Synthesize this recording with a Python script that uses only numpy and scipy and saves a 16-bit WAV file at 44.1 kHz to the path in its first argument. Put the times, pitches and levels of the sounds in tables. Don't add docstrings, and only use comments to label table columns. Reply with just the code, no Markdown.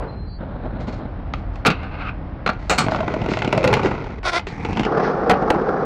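import sys
import numpy as np
from scipy import signal
from scipy.fft import rfft, irfft
from scipy.io import wavfile
from scipy.ndimage import uniform_filter1d

SR = 44100
rng = np.random.default_rng(int(sys.argv[2]) if len(sys.argv) > 2 else 0)


def wrap_up_sound(samples):
    columns = np.atleast_2d(samples).T
    tamed = np.clip(columns, -1, 1)
    steps = np.round(tamed * 32767).astype(np.int16)
    wavfile.write(sys.argv[1], SR, steps)


N = 257984
TIME = np.arange(N) / SR
SECOND_PLACE_S, THIRD_PLACE_S = 0.39, 4.864
BANK_S, PAVING_S, CLOSEST_S, GONE_S = 2.52, 2.78, 3.68, 4.19
LOW_EDGE_HZ, HIGH_EDGE_HZ = 400, 1500


def from_db(db):
    return 10 ** (np.asarray(db) / 20)


def rms_one(x):
    return x / np.sqrt(np.mean(x ** 2) + 1e-20)


def gate(start, end):
    return np.clip(np.minimum(TIME - start, end - TIME) / .006 + 1, 0, 1)


def arch(full_s, leave_s, rise_db_per_s, fall_db_per_s):
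    return -rise_db_per_s * np.maximum(full_s - TIME, 0) - fall_db_per_s * np.maximum(TIME - leave_s, 0)


def add(out, start_s, sound):
    at = max(round(start_s * SR), 0)
    out[at:at + len(sound)] += sound[:N - at]


def cut(x, hz, kind, order=2):
    return signal.sosfilt(signal.butter(order, hz, kind, fs=SR, output="sos"), x)


def coloured(x, eq):
    hz, db = np.transpose(eq)
    f = np.maximum(np.arange(N // 2 + 1) * SR / N, 1)
    skirts = 1 / (1 + (hz[0] / f) ** 8) / (1 + (f / hz[-1]) ** 8)
    return irfft(rfft(x) * from_db(np.interp(np.log(f), np.log(hz), db)) * np.sqrt(skirts), N)


def resonate(x, hz, width_hz):
    r = np.exp(-np.pi * width_hz / SR)
    rung = signal.lfilter([1 - r, 0, r - 1], [1, -2 * r * np.cos(2 * np.pi * hz / SR), r * r], x + 1e-18)
    return cut(rung, min(2 * hz, SR / 3), "low")


def body(force, modes):
    return rms_one(sum((-1) ** k * from_db(db) * rms_one(resonate(force, hz, width))
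                       for k, (hz, width, db) in enumerate(modes)))


def drift(rate_hz):
    knots = rng.standard_normal(2048)
    return np.interp(TIME * rate_hz % 2047, np.arange(2048), knots) * np.sqrt(1.5)


def grains(per_s, spread_db):
    sizes = from_db(spread_db * np.minimum(rng.exponential(1, N), 4)) * rng.choice([-1, 1], N)
    return rms_one(sizes * (rng.random(N) < per_s / SR))


def gliding(hz, width_hz, spread_db):
    carrier = np.exp(2j * np.pi * np.cumsum(hz) / SR)
    return rms_one((carrier * cut(grains(3000, spread_db) / carrier, width_hz / 2, "low")).real)


def blow(modes, rattle_s, crack, scatter=0.016, clump_db=2.0):
    t = np.arange(SR // 4) / SR
    clumps = np.interp(t, np.arange(100) / 400, rng.standard_normal(100))
    envelope = np.exp(-t / rattle_s) * from_db(clump_db * clumps)
    rings = []
    for k, (hz, width, db) in enumerate(modes):
        force = rng.standard_normal(len(t)) * envelope
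        force[0] += crack * (-1) ** k
        detune = np.exp(scatter * np.sqrt(hz / 1000) * rng.standard_normal())
        ring = resonate(force, hz * detune, width)
        loudest_rms = np.sqrt(uniform_filter1d(ring ** 2, SR // 200).max())
        rings.append(from_db(db) * ring / loudest_rms)
    return np.array(rings)


# frequency_hz, gain_db
WIND_EQ = [(8.8, -35.5), (15, -23.5), (36, -1), (49, 2), (59, -3.5), (75, -3), (140, -8.5), (158, -14),
           (200, -10.5), (260, -41.5), (440, -120)]
# frequency_hz, gain_db
TOWN_EQ = [(65, -23.5), (110, -7), (217, -10.5), (270, -3.5), (386, -14.5), (723, -13), (1680, -24.5),
           (3150, -38.5), (5390, -51), (8000, -96), (10400, -112), (17600, -120)]
# time_s, wind_db (before trim), town_db
AIR_FADERS = [(0.0, -33.5, -36.5), (0.38, -32.5, -46), (0.4, -32, -40.5), (1.4, -32, -37), (2.4, -33, -37),
              (4.2, -36.5, -41), (4.85, -34, -42), (4.9, -39.5, -34.5), (5.85, -42, -43)]


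def open_air(wind_trim_db=2.5, gust_db=1.0):
    time_s, wind_db, town_db = np.transpose(AIR_FADERS)
    wind = rms_one(coloured(rng.standard_normal(N), WIND_EQ))
    wind *= from_db(np.interp(TIME, time_s, wind_db) + wind_trim_db + gust_db * drift(13))
    town = rms_one(coloured(rng.standard_normal(N), TOWN_EQ))
    return wind + town * from_db(np.interp(TIME, time_s, town_db))


def park_echo(x, echo_db=-17, t60_s=0.2, dull_hz=4500):
    t = np.arange(SR // 2) / SR
    tail = cut(rng.standard_normal(len(t)) * from_db(-60 * t / t60_s) * (t > .008), dull_hz, "low")
    return x + from_db(echo_db) * signal.fftconvolve(x, tail / np.linalg.norm(tail))[:N]


# full_s, release_s, pitch_hz, level_db
WHISTLES = [(0.082, 0.1, 4115, -56), (0.125, 0.15, 4120, -64.5), (0.165, 0.237, 4140, -54.5),
            (0.262, 0.363, 4130, -55), (0.105, 0.14, 4500, -67), (0.277, 0.374, 4540, -57)]


def whistles(waver_hz=7, flutter_db=3.0, fade_db_per_s=800):
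    out = 0
    for full_s, release_s, pitch_hz, level_db in WHISTLES:
        phase = 2 * np.pi * np.cumsum(pitch_hz + waver_hz * drift(71)) / SR
        swell_db = arch(full_s, release_s, fade_db_per_s, fade_db_per_s) + flutter_db * drift(29.6)
        out = out + np.sqrt(2) * np.sin(phase) * from_db(level_db + swell_db)
    return out * gate(0, SECOND_PLACE_S)


def rolling(band_db, eq, bumps_per_s, lumpy_db):
    ground = coloured(grains(bumps_per_s, spread_db=2.0) + 0.78 * rng.standard_normal(N), eq)
    rumble = cut(ground, LOW_EDGE_HZ, "low", order=4)
    roar = cut(ground, [LOW_EDGE_HZ, HIGH_EDGE_HZ], "band", order=4)
    grit = cut(ground, HIGH_EDGE_HZ, "high", order=4)
    mix = sum(from_db(db) * rms_one(band) for db, band in zip(band_db, (rumble, roar, grit)))
    return mix * from_db(lumpy_db * drift(110))


# frequency_hz, gain_db
RAMP_EQ = [(59, -32), (100, 3), (295, -11.5), (467, -8.5), (765, -14), (971, -15), (1190, -23.5),
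           (4210, -51), (5060, -53), (5340, -88), (8000, -68), (10400, -108), (17600, -120)]
# rumble_db, roar_db, grit_db
RAMP_MIX = (-35, -32, -47)


def ramp_roll(fade_shares=(0.23, 1, 1)):
    away_db = arch(0, 0.047, 0, fall_db_per_s=130)
    band_db = [db + share * away_db for db, share in zip(RAMP_MIX, fade_shares)]
    return rolling(band_db, RAMP_EQ, bumps_per_s=2200, lumpy_db=2.5) * gate(0, SECOND_PLACE_S)


# frequency_hz, gain_db
RUN_UP_EQ = [(59, -37), (100, -3.5), (247, 2.5), (410, -15.5), (587, -11), (1200, -23.5), (1450, -20.5),
             (2700, -23), (4080, -18), (7320, -77), (9000, -77), (11700, -111), (19800, -120)]
# rumble_db, roar_db, grit_db
RUN_UP_MIX = (-38, -38.5, -62.5)


def run_up(slows_s=0.93):
    roll = rolling(RUN_UP_MIX, RUN_UP_EQ, bumps_per_s=970, lumpy_db=3.0)
    return roll * from_db(arch(0, slows_s, 0, fall_db_per_s=28)) * gate(SECOND_PLACE_S, SLAMS[0][0])


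# frequency_hz, gain_db
OTHER_BOARD_EQ = [(59, -23), (100, 7.5), (124, -3), (164, 4), (240, 2.5), (388, -9), (473, 2), (599, -20),
                  (743, 7.5), (1510, -13), (2370, -11), (2950, -34), (3450, -33), (5640, -26), (11000, -58),
                  (14300, -100), (22000, -120)]
# rumble_db, roar_db, grit_db
OTHER_BOARD_MIX = (-18, -27, -38.5)


def other_board(start_s=4.47, full_s=4.926, swell_shares=(.9, .75, .45), whirr_db=-36.5, rasp_db=-14.5):
    swell_db = arch(full_s, THIRD_PLACE_S, rise_db_per_s=56, fall_db_per_s=0)
    band_db = [db + share * swell_db for db, share in zip(OTHER_BOARD_MIX, swell_shares)]
    roll = rolling(band_db, OTHER_BOARD_EQ, bumps_per_s=1200, lumpy_db=3.0)
    whirr_hz = 1800 + 2760 * np.clip(TIME - start_s, 0, 1)
    whirr = gliding(whirr_hz, width_hz=480, spread_db=5.5)
    rasp = from_db(rasp_db) * gliding(1.7 * whirr_hz, width_hz=1100, spread_db=2.0)
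    whirr_gain = from_db(whirr_db + 0.5 * swell_db + 2.0 * drift(130))
    return (roll + (whirr + rasp) * whirr_gain) * gate(start_s, THIRD_PLACE_S)


# frequency_hz, gain_db
ROUGH_EQ = [(59, -66), (100, -25), (146, -1), (304, -5), (460, 1), (621, -5.5), (779, -1), (958, -10),
            (1160, -7), (1780, -14), (2910, -29.5), (5310, -30.5), (6660, -42.5), (8040, -90.5),
            (9000, -93), (11700, -116), (19800, -120)]
# rumble_db, roar_db, grit_db
ROUGH_MIX = (-27, -23, -44.5)


def rough_roll(patch_s=5.05, patch_fade_s=0.064, patch_db=13, lift_s=(5.517, 5.537), lift_db=-7):
    rumble_db, roar_db, grit_db = ROUGH_MIX
    grit_db = grit_db + patch_db * np.exp(-np.abs(TIME - patch_s) / patch_fade_s)
    roll = rolling((rumble_db, roar_db, grit_db), ROUGH_EQ, bumps_per_s=8300, lumpy_db=1.64)
    fader_db = lift_db * gate(*lift_s) + arch(0, SLAMS[-1][0], 0, fall_db_per_s=0.5)
    return roll * from_db(fader_db) * gate(THIRD_PLACE_S, TIME[-1])


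def pass_path(speed_m_per_s=6.1, miss_m=0.77, bank_db=-10, jolt_db=6, settle_s=0.073, behind_s=3.94):
    along_m = speed_m_per_s * (TIME - CLOSEST_S)
    distance_m = np.hypot(along_m, miss_m)
    surface_db = np.where(TIME < PAVING_S, bank_db, jolt_db * np.exp(-np.abs(TIME - PAVING_S) / settle_s))
    shadow_db = arch(0, behind_s, 0, fall_db_per_s=30)
    return along_m / distance_m, 20 * np.log10(miss_m / distance_m), surface_db + shadow_db


def shaking(kick_db, settle_s):
    kicks = np.zeros(N)
    for (start_s, *_), db in zip(WHEEL_KNOCKS, kick_db):
        add(kicks, start_s, from_db([db]))
    return signal.lfilter([1], [1, -np.exp(-1 / (settle_s * SR))], kicks + 1e-18)


# frequency_hz, gain_db
PAVING_EQ = [(59, 0), (100, 14), (424, -1), (687, -8.5), (817, -11), (1160, -17), (1430, -17.5),
             (1700, -35), (1980, -21), (2800, -38), (3270, -37), (6540, -52.5), (10000, -89), (13000, -87),
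             (22000, -120)]
# rumble_db, roar_db, grit_db
PAVING_MIX = (-22.5, -22.5, -38.5)
DISTANCE_SHARES = (0.55, 0.93, 0.055)
# full_s, release_s, width_hz, level_db
HOLLOW_SWELLS = [(2.924, 3.143, 85, -31), (3.603, 3.695, 110, -23.5)]


def pass_by(near_db, ground_db, hollow_hz, full_jolt_db=-17, lull_db=-6):
    band_db = [db + share * near_db for db, share in zip(PAVING_MIX, DISTANCE_SHARES)]
    roll = rolling(band_db, PAVING_EQ, bumps_per_s=1100, lumpy_db=2.5)
    ring = 0
    for full_s, release_s, width_hz, level_db in HOLLOW_SWELLS:
        swell_db = arch(full_s, release_s, rise_db_per_s=140, fall_db_per_s=80)
        ring = ring + gliding(hollow_hz, width_hz, spread_db=8.0) * from_db(level_db + swell_db)
    shake = shaking([level_db for _, level_db, *_ in WHEEL_KNOCKS], settle_s=0.024)
    calm = 1 - np.tanh(shake / from_db(full_jolt_db))
    duck_db = lull_db * calm * from_db(near_db / 2)
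    return (roll * from_db(ground_db) + ring) * from_db(duck_db) * gate(BANK_S, GONE_S)


# pitch_hz, width_hz, gain_db
HUB_MODES = [(2120, 340, 3), (3050, 620, -5.5), (4080, 1100, 0.5), (5500, 990, -6.5), (6800, 2600, -3)]
# full_s, release_s, level_db
SCUFFS = [(0.805, 0.812, -46.5), (0.875, 0.877, -43.5), (0.926, 0.936, -47), (1.34, 1.344, -54),
          (1.385, 1.385, -59), (1.533, 1.547, -59), (1.587, 1.577, -59), (2.594, 2.696, -54.5),
          (2.912, 2.915, -34), (3.297, 3.338, -37.5), (3.835, 3.867, -39.5), (4.473, 4.494, -40.5)]


def scuffs(uneven_db=1.0):
    grit = cut(body(grains(4000, spread_db=3.5), HUB_MODES), 6470, "low", order=6)
    envelope = sum(from_db(level_db + arch(full_s, release_s, rise_db_per_s=2500, fall_db_per_s=260))
                   for full_s, release_s, level_db in SCUFFS)
    return grit * from_db(uneven_db * drift(150)) * envelope


def bearings(pass_db, tick_db=-34, pass_share=0.81, clatter_db=-16.5):
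    ticks = cut(body(grains(1500, spread_db=4.5), WHEEL_MODES[2:]), 5560, "low", order=4)
    ticks *= from_db(tick_db + pass_share * pass_db) * gate(PAVING_S, GONE_S)
    clatter = cut(body(grains(3000, spread_db=2.0), HUB_MODES), 7200, "low", order=6)
    shake = shaking([level_db + click_db for _, level_db, _, _, click_db in WHEEL_KNOCKS], settle_s=0.011)
    return ticks + clatter * from_db(clatter_db) * shake


# pitch_hz, width_hz, gain_db
URETHANE_MODES = [(332, 210, -9), (650, 330, 0), (1070, 140, -3.5), (1420, 190, 0), (2030, 63, -10.5),
                  (2263, 190, -5.5), (3510, 370, -8.5), (4570, 960, -6.5), (5700, 1300, -12),
                  (9300, 4800, -19.5)]
# start_s, end_s, slips_per_s, wander_share, grit_db, chatter_db, squeal_db, bend_hz
SKIDS = [(4.259, 4.298, 358, .055, -20, -20.5, -29.5, 25.1),
         (4.333, 4.382, 333, .035, -26.5, -19, -23, 242)]


def skids(touch_s=4.237, hiss_db=-22, travel_s=0.0036, squeal_hz=1940, bend_s=0.0084):
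    rows = np.array(SKIDS)
    nearest = np.abs(TIME[:, None] - rows[:, :2].mean(axis=1)).argmin(axis=1)
    start_s, end_s, slips_per_s, wander_share, grit_db, chatter_db, squeal_db, bend_hz = rows[nearest].T
    slip_count = np.cumsum(slips_per_s * (1 + wander_share * drift(70) + .035 * drift(200))) / SR
    slips = np.diff(np.floor(slip_count), prepend=0) * from_db(2.2 * drift(300))
    noise = rng.standard_normal(N)
    force = slips + from_db(grit_db) * noise + from_db(hiss_db) * cut(noise, 3000, "high", order=4)
    f = np.arange(N // 2 + 1) * SR / N
    smeared = irfft(rfft(force) * np.exp(-4j * np.pi * travel_s * np.sqrt(1000 * f)), N)
    chatter = cut(body(smeared, URETHANE_MODES), 9500, "low", order=6) * from_db(chatter_db)
    pitch_hz = squeal_hz + bend_hz * np.exp(np.minimum(TIME - end_s, 0) / bend_s)
    phase = 2 * np.pi * np.cumsum(pitch_hz * (1 + 0.0141 * drift(400))) / SR
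    grip_db = arch(end_s, end_s, rise_db_per_s=280, fall_db_per_s=1997) + 2.0 * drift(350)
    squeal = np.sqrt(2) * np.sin(phase) * from_db(squeal_db + grip_db)
    envelope = from_db(arch(start_s, end_s, rise_db_per_s=900, fall_db_per_s=1004))
    return (chatter + squeal) * envelope * gate(touch_s, THIRD_PLACE_S)


# pitch_hz, width_hz, gain_db
BOX_MODES = [(690, 630, 0.5), (1274, 200, -3), (1540, 84, -1.5), (2145, 130, -6.5), (2620, 220, -4.5),
             (4270, 760, -17.5)]
# pitch_hz, width_hz, gain_db
BITE_MODES = [(1240, 90, 0.5), (1480, 160, -2), (2540, 200, -4)]


def grind(start_s=1.70, locked_s=1.816, end_s=2.096, scrape_db=-37.5, bite_db=-27, uneven_db=3.0):
    scrape = cut(body(grains(3500, spread_db=2.0), BOX_MODES), 5000, "low", order=4)
    slide_db = arch(locked_s, end_s, rise_db_per_s=117, fall_db_per_s=1299.5)
    scrape *= from_db(scrape_db + slide_db + uneven_db * drift(40.05))
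    bite = cut(body(grains(3900, spread_db=4.0), BITE_MODES), 5000, "low", order=4)
    bite *= from_db(bite_db + arch(end_s, end_s, rise_db_per_s=170, fall_db_per_s=899))
    return (scrape + bite) * (TIME > start_s)


def shallow_joints(pass_db, start_s=3.70, end_s=4.12, per_s=27, pass_share=0.64, thud_db=-6, click_db=-17):
    lateness, softness = rng.standard_normal((60, 2)).T
    times_s = start_s + (np.arange(60) + lateness / 4) / per_s
    levels_db = -23 + pass_share * np.interp(times_s, TIME, pass_db) - 3.5 * softness
    return [(s, db, thud_db, 0, click_db) for s, db in zip(times_s, levels_db) if s < end_s]


# pitch_hz, width_hz, gain_db
WHEEL_MODES = [(205.5, 124, 1), (300.6, 71, -6), (859, 140, 1.5), (1430, 120, -6), (2090, 250, 1),
               (2525, 410, 0.5), (2750, 190, -4.5), (3930, 1600, -9.5), (6800, 2000, -14.5)]
# start_s, level_db, then relative thud_db, hollow_db, click_db
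WHEEL_KNOCKS = [(0.655, -29.5, 3, 5, -35), (0.881, -32, 9, 2, -11), (1.557, -29.5, 0, -13, -7.5),
                (2.532, -36, -1, -6, -2), (2.864, -22, 8, 4.5, -8), (2.884, -11.5, -7, -4.5, -16.5),
                (2.9195, -13.5, -8, -0.5, -19), (2.947, -11.5, -7, -9, -23), (2.96, -24.5, -1, 7, -2.5),
                (2.988, -18, -1.5, -2, -25), (3.005, -18, -15, -1, -10), (3.03, -19.5, -11, 2.5, -23),
                (3.0793, -14, 3, 4, -13.5), (3.117, -38, -3, 0, -2), (3.139, -20.5, -17, 3, -7),
                (3.164, -25.5, 13, 6.5, -15), (3.216, -22, 9, -6, -8), (3.238, -33, 1, -1, -3),
                (3.261, -20.5, 9, -3, -10), (3.287, -26, 13, 0, -4), (3.315, -18, 8.5, -3.5, -10),
                (3.336, -25, -8, -7, 3), (3.371, -17.5, -6, 0, -6), (3.389, -28, -7, -16, 6),
                (3.42, -15, -16, -13, -5.5), (3.446, -19, 5.5, -15, -4.5), (3.476, -22.5, 13, -1, -0.5),
                (3.526, -9.5, -3.5, 3, -7), (3.548, -22.5, -7, -6, -10), (3.563, -29, 0, -3, -9),
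                (3.577, -16.5, -2, 13.5, -3), (3.597, -34, 6, 5, 0), (3.63, -27.5, 8, -2, 2),
                (3.641, -12, -8, 6.5, -1), (3.648, -9.5, -18, 5.5, -13.5), (3.658, -25.5, 17.5, 3, -7),
                (3.671, -20.5, 5, 11, -10), (3.676, -15, 1, -1, 1), (3.689, -24, 1, 13, -16),
                (3.7284, -4.5, -12, -5, -12.5), (3.738, -16.5, 2, 4, 5.5), (3.749, -22, 0, -3, -4),
                (3.768, -12, 0, -8, -16), (3.794, -17.5, 8, 2, -11), (3.831, -21, 8.5, 2, -7),
                (3.847, -15, -6, 3, -13), (3.858, -14, 5.5, -12, -11.5), (3.866, -21.5, 3, 1, -8),
                (3.912, -16, -5, -13, -18), (4.042, -30, -7, -3, -7), (4.231, -28, -10, -7, -6.5),
                (4.394, -23, -15, -13, -4), (4.4693, -25.5, -2, 0.5, -1), (4.649, -21, 0.5, -1.5, -2.5),
                (4.695, -28, 11, -7, -9), (4.73, -26.5, 6, 2, -2), (4.771, -19, -3, 2, -4.5),
                (4.795, -17, 10.5, -12, -2.5), (4.807, -27, 18, -1, -5), (4.833, -19.5, -2, -7, -7),
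                (4.85, -19.5, 5, -6, -3), (5.423, -20, 4.5, 8, -18), (5.545, -18.5, -2, 4, -33),
                (5.559, -22.5, 9, 11, -26)]


def wheel_knocks(pass_db, hollow_hz, hollow_width_hz=50, trim_db=-7.0):
    out = np.zeros(N)
    band = np.searchsorted([LOW_EDGE_HZ, HIGH_EDGE_HZ], [hz for hz, _, _ in WHEEL_MODES])
    for start_s, level_db, thud_db, hollow_db, click_db in WHEEL_KNOCKS + shallow_joints(pass_db):
        modes = WHEEL_MODES + [(np.interp(start_s, TIME, hollow_hz), hollow_width_hz, 0)]
        mode_db = np.append(np.array([thud_db, 0, click_db])[band], hollow_db)
        rings = blow(modes, rattle_s=0.0038, crack=1.38, clump_db=1.0)
        add(out, start_s, from_db(mode_db + level_db + trim_db) @ rings)
    return cut(out, 6800, "low", order=6)


# pitch_hz, width_hz, gain_db
BOARD_MODES = [(183.4, 21.6, -4.5), (370, 570, -.5), (465, 210, -5), (736, 72, -3.5), (792, 275, 0),
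               (1197, 110, -2.5), (1406, 160, 0), (2130, 220, -7.5), (2490, 290, -6), (2900, 420, -15),
               (3750, 230, -14.5), (4220, 160, -12), (4600, 310, -23.5), (5200, 560, -23.5),
               (7150, 800, -27.5), (8000, 1300, -18.5)]
# start_s, knock_db, snap_db, bright_db, rattle_s
SLAMS = [(1.3372, -8, 1.5, -11, 0.0035), (1.652, -3, 1, -3, 0.0083), (2.461, -2.5, -4.5, -4, 0.0041),
         (2.697, -0.5, 1.5, 5, 0.02), (2.783, -6, 0.5, 4, 0.019), (5.296, 10, -5, -14, 0.006),
         (5.5035, 15.5, -18, 4, 0.0034)]
# start_s, level_db, thump_db, hard_db
CONTACTS = [(1.337, -14.5, -5, 0), (1.6503, -10.5, -5, 1), (1.6597, -3, 1, 0.5), (1.666, -1.5, -14, 3.5),
            (1.679, -14.5, 19, -5), (1.7023, -16, 5, 9), (1.717, -22.5, 7, -2), (1.831, -25.5, -2, -3),
            (2.4626, -6, -7, 1), (2.4704, -13, -5, -7), (2.4753, -13.5, -3, 6), (2.4902, -8.5, 1.5, -3),
            (2.4977, -17.5, 7, 4), (2.6965, -13, -1, 3.5), (2.707, -13, -1, -3), (2.7135, -17, 0, -6),
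            (2.725, -18, -11, -9), (2.7788, -21.5, -3, 6), (2.7838, -5.5, -3, 0), (2.802, -17, 6, -9),
            (5.296, -1, -5, 1), (5.31, -7, 3, -8), (5.33, -21.5, 12, -2), (5.339, -22.5, -3, 6),
            (5.503, -7, -8, -6), (5.509, -20.5, -2, -7)]


def slams(rattle_growth_per_s=3.3, trim_db=-8.0):
    out = np.zeros(N)
    log_modes = np.log([hz for hz, _, _ in BOARD_MODES])
    eq_hz = [200, 350, 600, 1300, 2300, 4200, 7400]
    for start_s, level_db, thump_db, hard_db in CONTACTS:
        slam = min(SLAMS, key=lambda row: abs(row[0] - start_s))
        slam_s, knock_db, snap_db, bright_db, rattle_s = slam
        lows_db = [thump_db, knock_db - max(thump_db, 0) / 2, knock_db, 0]
        highs_db = [db + hard_db for db in (snap_db, bright_db, 3.47 * bright_db)]
        mode_db = np.interp(log_modes, np.log(eq_hz), lows_db + highs_db)
        rings = blow(BOARD_MODES, rattle_s * (1 + rattle_growth_per_s * (start_s - slam_s)), crack=8.2)
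        add(out, start_s, from_db(level_db + mode_db + trim_db) @ rings)
    return cut(out, 7230, "low", order=6)


def scene():
    bearing, near_db, ground_db = pass_path()
    pass_db = near_db + ground_db
    hollow_hz = 501 - 140 * bearing
    wheels = ramp_roll() + run_up() + pass_by(near_db, ground_db, hollow_hz) + other_board() + rough_roll()
    knocks = slams() + wheel_knocks(pass_db, hollow_hz)
    action = park_echo(knocks + bearings(pass_db) + scuffs() + grind()) + park_echo(skids(), echo_db=-24)
    return (wheels + action + whistles() + open_air())[None]


def record(dry, mic_top_hz=12000, ceiling=0.38, cutoff_hz=16000):
    drive = cut(dry, mic_top_hz, "low", order=8) / ceiling
    clipped = ceiling * drive / (1 + drive ** 16) ** (1 / 16)
    return signal.sosfiltfilt(signal.butter(16, cutoff_hz, fs=SR, output="sos"), clipped)


dry = scene()
out = record(dry)
wrap_up_sound(out)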